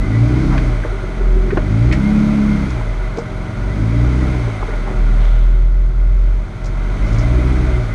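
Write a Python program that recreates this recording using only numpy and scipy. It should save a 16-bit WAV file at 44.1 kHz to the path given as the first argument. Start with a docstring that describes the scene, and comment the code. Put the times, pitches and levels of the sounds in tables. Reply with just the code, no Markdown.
"""Some way off, a four-wheel drive crawls up a slab of rock, its exhaust droning with the engine's firings.
A first burst of throttle dies down and stones crunch under the tyres. As the second builds, the
suspension groans and the chassis knocks. A third burst and a light touch bring more knocks. Then the
engine idles, its clatter and fan hiss briefly screened, while a deep boom that comes and goes swells up.
A fourth burst, with a few more small stones, ends the scene."""
import sys
import numpy as np
from scipy import signal
from scipy.fft import rfft, irfft, next_fast_len
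from scipy.io import wavfile
from scipy.ndimage import uniform_filter1d

SR = 44100
rng = np.random.default_rng(int(sys.argv[2]) if len(sys.argv) > 2 else 0)


def wrap_up_sound(samples):
    """Save the sound to the file named by the first command line argument, as 16-bit audio."""
    columns = np.atleast_2d(samples).T
    # keep every value between -1 and 1, then stretch to whole-number steps
    tamed = np.clip(columns, -1, 1)
    steps = np.round(tamed * 32767).astype(np.int16)
    wavfile.write(sys.argv[1], SR, steps)


N = 350154
TIME = np.arange(N) / SR


# How fast the engine runs: time_s, firings_per_s
ENGINE_SPEED = [(0, 48.7), (.15, 55.4), (.4, 64.5), (.53, 66.4), (.63, 63.3), (.8, 54), (.98, 45.9),
                (1.3, 42.1), (1.52, 44), (1.66, 49.6), (1.96, 65.2), (2.1, 69.9), (2.3, 70.9), (2.56, 68.8),
                (2.68, 65), (2.85, 53.9), (3.05, 44.8), (3.2, 43.5), (3.5, 44.7), (3.66, 47), (3.8, 52.6),
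                (4.08, 61.8), (4.28, 64.6), (4.4, 60.7), (4.6, 50.8), (4.8, 44.8), (5, 40.8), (5.28, 39),
                (5.5, 42.2), (6, 42.2), (6.3, 44.7), (6.78, 45), (6.95, 48), (7.25, 58.8), (7.48, 63.2),
                (7.66, 64), (7.8, 58.9), (7.94, 52.7)]
def crankshaft(flywheel_s=0.063):
    """The flywheel smooths the speed. Gives the firing rate and a running count of firings."""
    rate_hz = uniform_filter1d(in_time(ENGINE_SPEED)[0], int(flywheel_s * SR), mode="nearest")
    return rate_hz, np.cumsum(rate_hz) / SR


IDLE_GROWL_DB, IDLE_TONES_DB = -12, [-10.5, -3.5, -10]  # with the foot off the pedal
# Presses of the pedal, and the values each heads for (tones 1-3 make up the drone):
# foot_down_s, foot_off_s, growl_db, tone_1_db, tone_2_db, tone_3_db, throb_share
PEDAL_PRESSES = [(-0.5, 0.547, 3, -3.5, 5, -2, 0.2), (1, 2.58, 0, -1, 4.5, 1.5, 0.14),
                 (3.116, 4.273, -1.5, -1, 1.8, -1.5, 0.22), (4.5, 4.99, -5, -3, -8, -15, 0.1),
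                 (6.431, 7.65, -4.5, 0, 0.5, -4, 0.21)]
def throttle(build_s=0.98, release_s=0.36):
    """Each press makes the engine work harder: the load builds slowly and drops quickly."""
    growl_db, tones_db, throb = IDLE_GROWL_DB, np.array(IDLE_TONES_DB)[:, None], 0
    for foot_down, foot_off, loud_db, *loud_tones_db, depth in PEDAL_PRESSES:
        load = ease((TIME - foot_down) / build_s) * (1 - ease((TIME - foot_off) / release_s))
        growl_db = growl_db + load * (loud_db - IDLE_GROWL_DB)
        tones_db = tones_db + np.outer(np.array(loud_tones_db) - IDLE_TONES_DB, load)
        throb = throb + depth * load
    return growl_db, tones_db, throb


# How strongly the tailpipe lets out each pitch: pitch_hz, level_db
TAILPIPE_RESPONSE = [(40, -35.5), (50, -14), (55, -19.5), (61, -12), (66, -17.5), (72, -27.5), (85, -32.5),
                     (100, -24.5), (108, -18.5), (116, -15), (125, -21), (138, -28.5), (160, -22.5),
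                     (185, -28), (198, -21.5), (209, -15)]
def drone(firings, rate_hz, tones_db, throb, throb_hz=6.06, lag_firings=0.068):
    """The tailpipe hums at 1, 2 and 3 times the firing rate; the second tone throbs."""
    tones = []
    for multiple, db in enumerate(tones_db, 1):
        delayed = firings - lag_firings * multiple  # the pipe holds higher tones back more
        level_db = db + level_at(TAILPIPE_RESPONSE, multiple * rate_hz)
        tones.append(engine_tone(delayed, multiple, level_db, waver_db=1.57, waver_rate=18))
    first, second, third = tones
    return first + second * (1 + throb * np.sin(2 * np.pi * throb_hz * TIME)) + third


# Tones of the growl; unequal cylinders add the halves and quarters: firing_multiple, level_db
GROWL_TONES = [(2.5, -1), (3.5, -10), (3.75, -14), (4, -0.5), (4.25, -8), (4.5, -7), (4.75, -9), (5, -1.5),
               (5.5, -10), (6, -5.5), (7, -6.5)]
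# How strongly the exhaust lets out each pitch of the growl: pitch_hz, level_db
EXHAUST_RESPONSE = [(100, -45), (113, -19.5), (130, -34.5), (152, -33), (173, -24), (190, -30), (215, -24),
                    (240, -34), (260, -28), (280, -26.5), (297, -26.5), (318, -26), (332, -32), (345, -46),
                    (362, -44.5), (380, -30), (397, -48), (445, -34.5), (500, -59)]
def growl(firings, rate_hz):
    """Higher tones swell and fade as they glide past the pitches at which the exhaust rings."""
    out = 0
    for multiple, db in GROWL_TONES:
        level_db = db + level_at(EXHAUST_RESPONSE, multiple * rate_hz)
        out = out + engine_tone(firings + rng.random(), multiple, level_db, waver_db=2, waver_rate=9)
    return out


# Tone colour of the exhaust gas: pitch_hz, level_db
GAS_COLOUR = [(70, -3.5), (110, 2), (160, -16), (230, -14.5), (275, -1.5), (315, -3.5), (345, 0),
              (400, -10), (450, -9.5), (560, -25.5)]
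def gas_rush(firings, growl_db):
    """Gas rushes out of the exhaust in puffs, growing louder with the growl."""
    return from_db(-32.5 + 0.9 * growl_db) * coloured(puffs(firings, depth=0.52), GAS_COLOUR)


def burble(firings, growl_db, idle_db=-34):
    """Even with the throttle shut, stray gas keeps the silencer burbling on its own note."""
    silencer = [(110, 29, 0)]  # pitch_hz, width_hz, level_db
    gain = from_db(idle_db + 0.22 * (growl_db - IDLE_GROWL_DB))
    return gain * resonate(resonate(puffs(firings, depth=1.0), silencer), silencer)


# Tone colour of the engine's clatter: pitch_hz, level_db
CLATTER_COLOUR = [(200, 0), (400, 1), (455, 4), (520, -1.5), (640, 7.5), (700, -8.5), (780, -3.5),
                  (1150, -2.5), (1450, 2), (1620, -5.5), (1870, -9), (2020, 0.5), (2300, -6), (2650, -14),
                  (3500, -59)]
# Notes at which the engine block and its covers ring: pitch_hz, width_hz, level_db
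BLOCK_NOTES = [(357, 22, 7.5), (590.6, 14.7, 11.5), (744.7, 28, 10), (1018, 220, -0.5), (1327, 60, -3.5),
               (2130, 84, -17)]
def clatter(firings, ring_db=-7):
    """Burning fuel and tapping valves make noise, and part of it rings in the engine block."""
    knocking = puffs(firings, depth=0.032) * from_db(0.66 * drift(55))
    ringing = resonate(puffs(firings, depth=0.12), BLOCK_NOTES)
    return rms_one(coloured(knocking, CLATTER_COLOUR) + from_db(ring_db) * ringing)


# Swells of the deep boom: start_s, length_s, level_db, pitch_hz
BOOM_SWELLS = [(-0.06, 0.19, -12, 40.6), (0.39, 0.53, -14, 41.3), (0.8, 0.45, -19, 42.3),
               (1.14, 0.4, -10, 41.8), (1.52, 0.12, -2.5, 41.2), (1.7, 1.13, -22.5, 40.81),
               (2.7, 0.52, -18.5, 41.18), (3.24, 0.29, -21, 42.94), (3.51, 0.41, -21, 44.8),
               (3.95, 0.68, -26, 40.87), (4.55, 0.43, -18.5, 39.29), (4.92, 1.067, -9.5, 40.7),
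               (5.88, 0.61, -10, 43.1), (6.58, 0.81, -17.5, 41.3), (7.25, 0.81, -20, 41.6)]
def boom(rumble_db=-24, flutter_db=-31, wander_hz=0.32):
    """A deep note swells with a little rumble; faint noise at the same pitch makes it flutter."""
    gain, hz = swells(BOOM_SWELLS, attack_s=0.14, release_s=0.21)
    cycles = np.cumsum(hz + wander_hz * drift(6.7)) / SR
    note = np.sqrt(2) * np.sin(2 * np.pi * cycles)
    rumble = from_db(rumble_db) * noise([32, 90], "band")
    flutter = from_db(flutter_db) * noise([hz.mean() - 4.5, hz.mean() + 4.5], "band")
    return gain * (note + rumble) + flutter


# Blows to the chassis: start_s, peak_db, strongest_hz, spread_octaves
CHASSIS_BLOWS = [(0.849, -14.5, 500, 0.38), (1.19, -27, 580, 0.39), (1.572, -12.5, 1080, 1.4),
                 (1.572, -6.5, 342, 0.16), (1.581, -15.5, 624, 0.061), (1.927, -17.5, 610, 0.13),
                 (2.811, -23, 690, 0.4), (3.172, -18.5, 460, 0.15), (3.184, -9.5, 500, 0.42),
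                 (4.477, -19, 415, 0.1), (4.627, -19, 700, 0.7), (4.683, -19, 440, 0.26),
                 (4.736, -21.5, 620, 0.33), (4.877, -21, 732, 0.23), (4.911, -15.5, 420, 0.5)]
# Notes the chassis rings with, and the time each takes to fade by 60 dB: pitch_hz, level_db, ring_s
CHASSIS_NOTES = [(339, -2.5, 0.048), (395, -6.5, 0.072), (464, -11, 0.14), (610.4, -13.5, 0.12),
                 (840, -1.5, 0.03), (1070, 0, 0.031), (1445, -4, 0.045)]
def knocks(rise_s=0.0006, grit=0.29):
    """Each blow rings the chassis; where it lands decides which notes speak, and grit roughens them."""
    out, t = np.zeros(N), TIME[:SR // 5]
    hz, note_db, ring_s = np.transpose(CHASSIS_NOTES)[:, :, None]
    notes = np.sin(2 * np.pi * hz * t) * from_db(-60 * t / ring_s)
    for start_s, peak_db, strongest_hz, octaves in CHASSIS_BLOWS:
        nearness = 1 / (1 + (np.log2(hz / strongest_hz) / octaves) ** 2)
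        strength = nearness * from_db(note_db + rng.standard_normal(hz.shape))
        ring = np.sum(strength * rng.choice([-1, 1], hz.shape) * notes, axis=0)
        grating = 1 + grit * noise(350, "low", len(t))
        ring = ring * grating * (1 - np.exp(-t / rise_s))
        add(out, start_s, from_db(peak_db) * ring / np.abs(ring).max())
    return out


# Slips of the suspension: start_s, length_s, level_db, pitch_hz
SUSPENSION_SLIPS = [(0.922, 0.05, -24, 392), (1.015, 0.048, -30, 368), (1.065, 0.04, -28, 376),
                    (1.177, 0.058, -23, 378), (1.21, 0.17, -27, 376), (1.35, 0.13, -24.5, 376),
                    (1.472, 0.032, -14, 366), (1.521, 0.027, -9, 398)]
def groan(rough_db=2.5, judder_hz=70):
    """The suspension slips as it twists, and each slip sounds one short, juddering note."""
    gain, hz = swells(SUSPENSION_SLIPS, attack_s=0.012, release_s=0.02)
    cycles = np.cumsum(hz) / SR + 0.05 * drift(25)
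    judder = 1 + 0.44 * noise(judder_hz, "low")
    return gain * judder * from_db(rough_db * drift(32)) * np.sin(2 * np.pi * cycles)


# Stones crunching under the tyres: start_s, level_db, pitch_hz, width_octaves, fade_s
STONE_CRUNCHES = [(0.521, -24.5, 900, 1.15, 0.039), (0.578, -22, 1670, 1.06, 0.0073),
                  (0.832, -31, 1670, 0.25, 0.013), (1.504, -25.5, 1660, 0.6, 0.013),
                  (1.571, -22.5, 1370, 0.81, 0.0084), (1.573, -33, 2470, 0.34, 0.0054),
                  (1.913, -24.5, 2200, 0.5, 0.0094), (1.923, -30.5, 3300, 1.48, 0.017),
                  (1.925, -22, 2000, 0.4, 0.018), (2.703, -39.5, 4750, 1.1, 0.0076),
                  (2.763, -34, 731.6, 0.4, 0.016), (3.172, -37, 3800, 1.6, 0.004),
                  (3.182, -40, 5600, 0.7, 0.014), (4.607, -33, 1358, 0.38, 0.016),
                  (4.628, -27, 880, 0.57, 0.007), (4.677, -34, 1311, 0.4, 0.026),
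                  (4.703, -37, 1940, 0.26, 0.045), (4.857, -31, 790, 1.27, 0.059),
                  (5.197, -45, 3300, 0.44, 0.22), (5.246, -44, 4200, 1.16, 0.008),
                  (6.643, -40, 5236, 0.85, 0.005), (6.654, -40, 5300, 0.9, 0.015),
                  (7.056, -50, 5320, 0.58, 0.1), (7.129, -38, 5300, 0.75, 0.005),
                  (7.144, -38, 5763, 0.8, 0.004), (7.183, -37.5, 5600, 0.54, 0.024)]
def stones(snap_db=-17, cracks_per_s=9000):
    """A stone gives way in a burst of tiny cracks; the smallest stones add the brightest snap."""
    out, t = np.zeros(N), TIME[:SR // 2]
    for start_s, db, hz, octaves, fade_s in STONE_CRUNCHES:
        sizes = rng.standard_normal(len(t)) * from_db(2 * np.minimum(rng.exponential(1, len(t)), 4))
        cracks = sizes * (rng.random(len(t)) < cracks_per_s / SR)
        body = rms_one(butter(cracks, hz * 2 ** (np.array([-.5, .5]) * octaves), "band"))
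        snap = from_db(snap_db) * (hz / 4000) ** 2 * rms_one(cracks)
        rise_s = 0.00026 + 0.05 * fade_s
        swell = (1 - np.exp(-t / rise_s)) * np.exp(-t / fade_s)
        gain = from_db(db) * np.sqrt(np.mean(swell ** 2)) / swell.max()  # db sets the loudest moment
        add(out, start_s, gain * rms_one((body + snap) * swell))
    return butter(out, 12000, "low")


# Tones of the belt-driven pulleys: firing_multiple, level_db
PULLEY_TONES = [(6.2, -2), (7.4, -4), (7.95, -2), (8.75, -1), (10.4, 4), (12.3, -1), (14, -1), (20.5, 0),
                (30.8, 11), (32.8, 5), (33.8, 8), (35.5, 9), (38.3, 8), (40.3, 9), (44, 4)]
# Notes at which the panels around the engine ring: pitch_hz, width_hz, level_db
PANEL_NOTES = [(372.2, 26, 10.5), (611.4, 52, 6.5), (970, 76, 5), (1430, 86, 0), (2063, 240, -1.5),
               (2330, 470, -2)]
def pulley_whine(firings, clatter_db, flutter_db=3, slip_cycles=0.045):
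    """Each pulley tone stands out as it glides past a panel's note; the belt slips a little."""
    tones = 0
    for multiple, db in PULLEY_TONES:
        strength = from_db(db + flutter_db * drift(12))
        tones = tones + strength * np.sin(2 * np.pi * (multiple * firings + slip_cycles * drift(19)))
    gain = from_db(-38.5 + 0.7 * (clatter_db - clatter_db.mean()))
    return gain * resonate(resonate(tones, PANEL_NOTES), PANEL_NOTES)


# Moments when a panel sings out: start_s, length_s, level_db, firing_multiple
PANEL_SONGS = [(-0.02, 0.12, -36, 40.4), (0.11, 0.09, -36, 35.6), (2.007, 0.12, -34.5, 30.8),
               (2.506, 0.15, -42, 30.7), (3.672, 0.092, -38, 40.5), (4.18, 0.1, -37, 30.7),
               (4.339, 0.081, -48, 33.8), (4.52, 0.08, -39, 38.7), (6.987, 0.1, -41, 40.1),
               (7.2, 0.081, -35, 35.2), (7.293, 0.54, -32, 6), (7.698, 0.1, -39, 34.4),
               (7.88, 0.11, -37, 38.1)]
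def singing_panels(firings, ramp_s=0.044):
    """A panel shakes along with the engine in a short, clean note that follows its speed."""
    waver = 0.03 * drift(20)
    notes = 0
    for start_s, length_s, db, multiple in PANEL_SONGS:
        gain = from_db(db) * ease((TIME - start_s) / ramp_s) * ease((start_s + length_s - TIME) / ramp_s)
        notes = notes + gain * np.sqrt(2) * np.sin(2 * np.pi * (multiple * firings + waver))
    return notes


# Tone colour of the fan: pitch_hz, level_db
FAN_COLOUR = [(1500, -10.5), (2500, -7.5), (3100, 1), (4200, -3), (5200, -9.5), (6400, -6.5), (7100, -14.5),
              (9000, -14), (10300, -19), (11500, -28.5), (13200, -32.5), (15500, -59.5)]
def fan_hiss(firings, octaves_above_idle, idle_db=-48, db_per_octave=6.5):
    """The fan hisses louder as the engine speeds up."""
    gain = from_db(idle_db + db_per_octave * octaves_above_idle)
    return gain * coloured(puffs(firings, depth=0.054), FAN_COLOUR)


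# Tone colour of the high hiss: pitch_hz, level_db
HIGH_HISS_COLOUR = [(3000, -11), (4500, 8), (6300, 0), (7300, -6.5), (10000, -19.5), (11500, -21.5),
                    (13300, -17), (15500, -34)]
def high_hiss(firings, growl_db):
    """A faint, high hiss rises and falls with the growl."""
    return from_db(growl_db - 53) * coloured(puffs(firings, depth=0.2), HIGH_HISS_COLOUR)


def breeze():
    """Moving air makes a faint, very low rumble."""
    return from_db(-43) * noise([14, 42], "band")


def boulder_echoes(sound, echo_db=-15, dull_hz=3000):
    """The boulders around add six quick, dull echoes to a sound."""
    lags = (rng.uniform(0.0047, 0.037, size=6) * SR).astype(int)
    echoes = sum(np.pad(sound, (lag, 0))[:N] for lag in lags) / np.sqrt(len(lags))
    return sound + from_db(echo_db) * butter(echoes, dull_hz, "low")


def engine_tone(firings, multiple, db, waver_db, waver_rate):
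    """One tone at a multiple of the firing rate, a little unsteady in level."""
    return from_db(db + waver_db * drift(waver_rate)) * np.sqrt(2) * np.sin(2 * np.pi * multiple * firings)


def puffs(firings, depth):
    """Rushing noise that swells with every firing."""
    return rng.standard_normal(N) * (1 + depth * np.cos(2 * np.pi * firings))


def noise(hz, kind, samples=N):
    """Filtered noise with an average power of 1."""
    return rms_one(butter(rng.standard_normal(samples), hz, kind))


def drift(rate):
    """A smooth random wobble of about size 1 that changes about rate times a second."""
    step = 40  # samples between random values
    keep = np.exp(-2 * np.pi * rate * step / SR)
    slow = signal.lfilter([1], [1, -2 * keep, keep * keep], rng.standard_normal(N // step + 2002))[2000:]
    return np.interp(np.arange(N) / step, np.arange(len(slow)), rms_one(slow))


def swells(rows, attack_s, release_s):
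    """Gain and pitch of a note that swells and fades once for each row."""
    gain = np.zeros(N)
    for start_s, length_s, db, _ in rows:
        power = ease((TIME - start_s) / attack_s) * ease((start_s + length_s - TIME) / release_s)
        gain = np.maximum(gain, from_db(db) * np.sqrt(power))
    hz, = in_time([(start_s + length_s / 2, hz) for start_s, length_s, _, hz in rows])
    return gain, hz


def coloured(sound, colour):
    """Give a sound a tone colour, with an average power of 1."""
    hz, db = np.transpose(colour)
    size = next_fast_len(N)
    log_hz = np.log(np.maximum(np.arange(size // 2 + 1) * SR / size, 1))
    gain = from_db(np.interp(log_hz, np.log(hz), db, left=-90, right=-90))
    return rms_one(irfft(rfft(sound, size) * gain, size)[:N])


def resonate(sound, notes):
    """Let a sound ring at several notes, every other one upside down; average power 1."""
    out = 0
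    for k, (hz, width_hz, db) in enumerate(notes):
        keep = np.exp(-np.pi * width_hz / SR)
        feedback = [1, -2 * keep * np.cos(2 * np.pi * hz / SR), keep * keep]
        ring = (1 - keep * keep) / 2 * signal.lfilter([1, 0, -1], feedback, sound)
        out = out + (-1) ** k * from_db(db) * ring
    return rms_one(out)


def butter(sound, hz, kind):
    """A gentle filter that keeps the lows ("low") or a range of pitches ("band")."""
    return signal.sosfilt(signal.butter(2, np.clip(hz, 10, .45 * SR), kind, fs=SR, output="sos"), sound)


def level_at(curve, hz):
    """Read a curve's level in dB at this pitch."""
    return np.interp(hz, *np.transpose(curve))


def in_time(rows):
    """Join timed points with straight lines, one value for every sample."""
    times_s, *columns = np.transpose(rows)
    return [np.interp(TIME, times_s, column) for column in columns]


def ease(progress):
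    """A smooth step from 0 to 1."""
    return np.sin(np.pi / 2 * np.clip(progress, 0, 1)) ** 2


def add(out, start_s, sound):
    """Mix a sound in at its start time."""
    start = round(start_s * SR)
    out[start:start + len(sound)] += sound[:N - start]


def from_db(db):
    """Turn decibels into a gain to multiply by."""
    return 10 ** (np.asarray(db) / 20)


def rms_one(sound):
    """Scale a sound to an average power of 1."""
    return sound / np.sqrt(np.mean(sound ** 2) + 1e-20)


# How well the engine bay is heard, screened for a while as the vehicle swings round: time_s, level_db
ENGINE_BAY_LEVEL = [(0.3, 1), (3.4, 0), (4.7, 1.5), (5.25, 2.5), (5.7, -6.5), (6.0, -6.5), (6.5, -4),
                    (7.1, 2), (7.9, 0.5)]
def scene(idle_hz=45.3):
    """One crankshaft drives every engine sound; groans, knocks and stones echo off the rock."""
    rate_hz, firings = crankshaft()
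    growl_db, tones_db, throb = throttle()
    bay_db, = in_time(ENGINE_BAY_LEVEL)
    octaves_above_idle = np.log2(rate_hz / idle_hz)
    slowing_hz_per_s = np.maximum(-np.gradient(rate_hz) * SR, 0)
    exhaust = gas_rush(firings, growl_db) + burble(firings, growl_db)
    exhaust += from_db(growl_db + 0.85 * bay_db) * growl(firings, rate_hz)
    exhaust += drone(firings, rate_hz, tones_db, throb)
    exhaust *= from_db(-3.5 * slowing_hz_per_s / 60)  # firings weaken while the engine slows
    clatter_db = -33.5 + 5 * octaves_above_idle + bay_db
    motor = from_db(clatter_db) * clatter(firings)
    whines = pulley_whine(firings, clatter_db) + singing_panels(firings)
    fan = from_db(0.96 * bay_db) * fan_hiss(firings, octaves_above_idle)
    background = breeze() + high_hiss(firings, growl_db)
    ground = boulder_echoes(groan() + knocks() + stones())
    return (exhaust + motor + boom() + ground + whines + fan + background)[None]


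def record(dry, ceiling=0.71, cutoff_hz=15700):
    """Round off the loudest peaks and cut the very highest treble."""
    rounded = dry / (1 + (dry / ceiling) ** 6) ** (1 / 6)
    return signal.sosfilt(signal.cheby2(12, 70, cutoff_hz, fs=SR, output="sos"), rounded)


dry = scene()
out = record(dry)
wrap_up_sound(out)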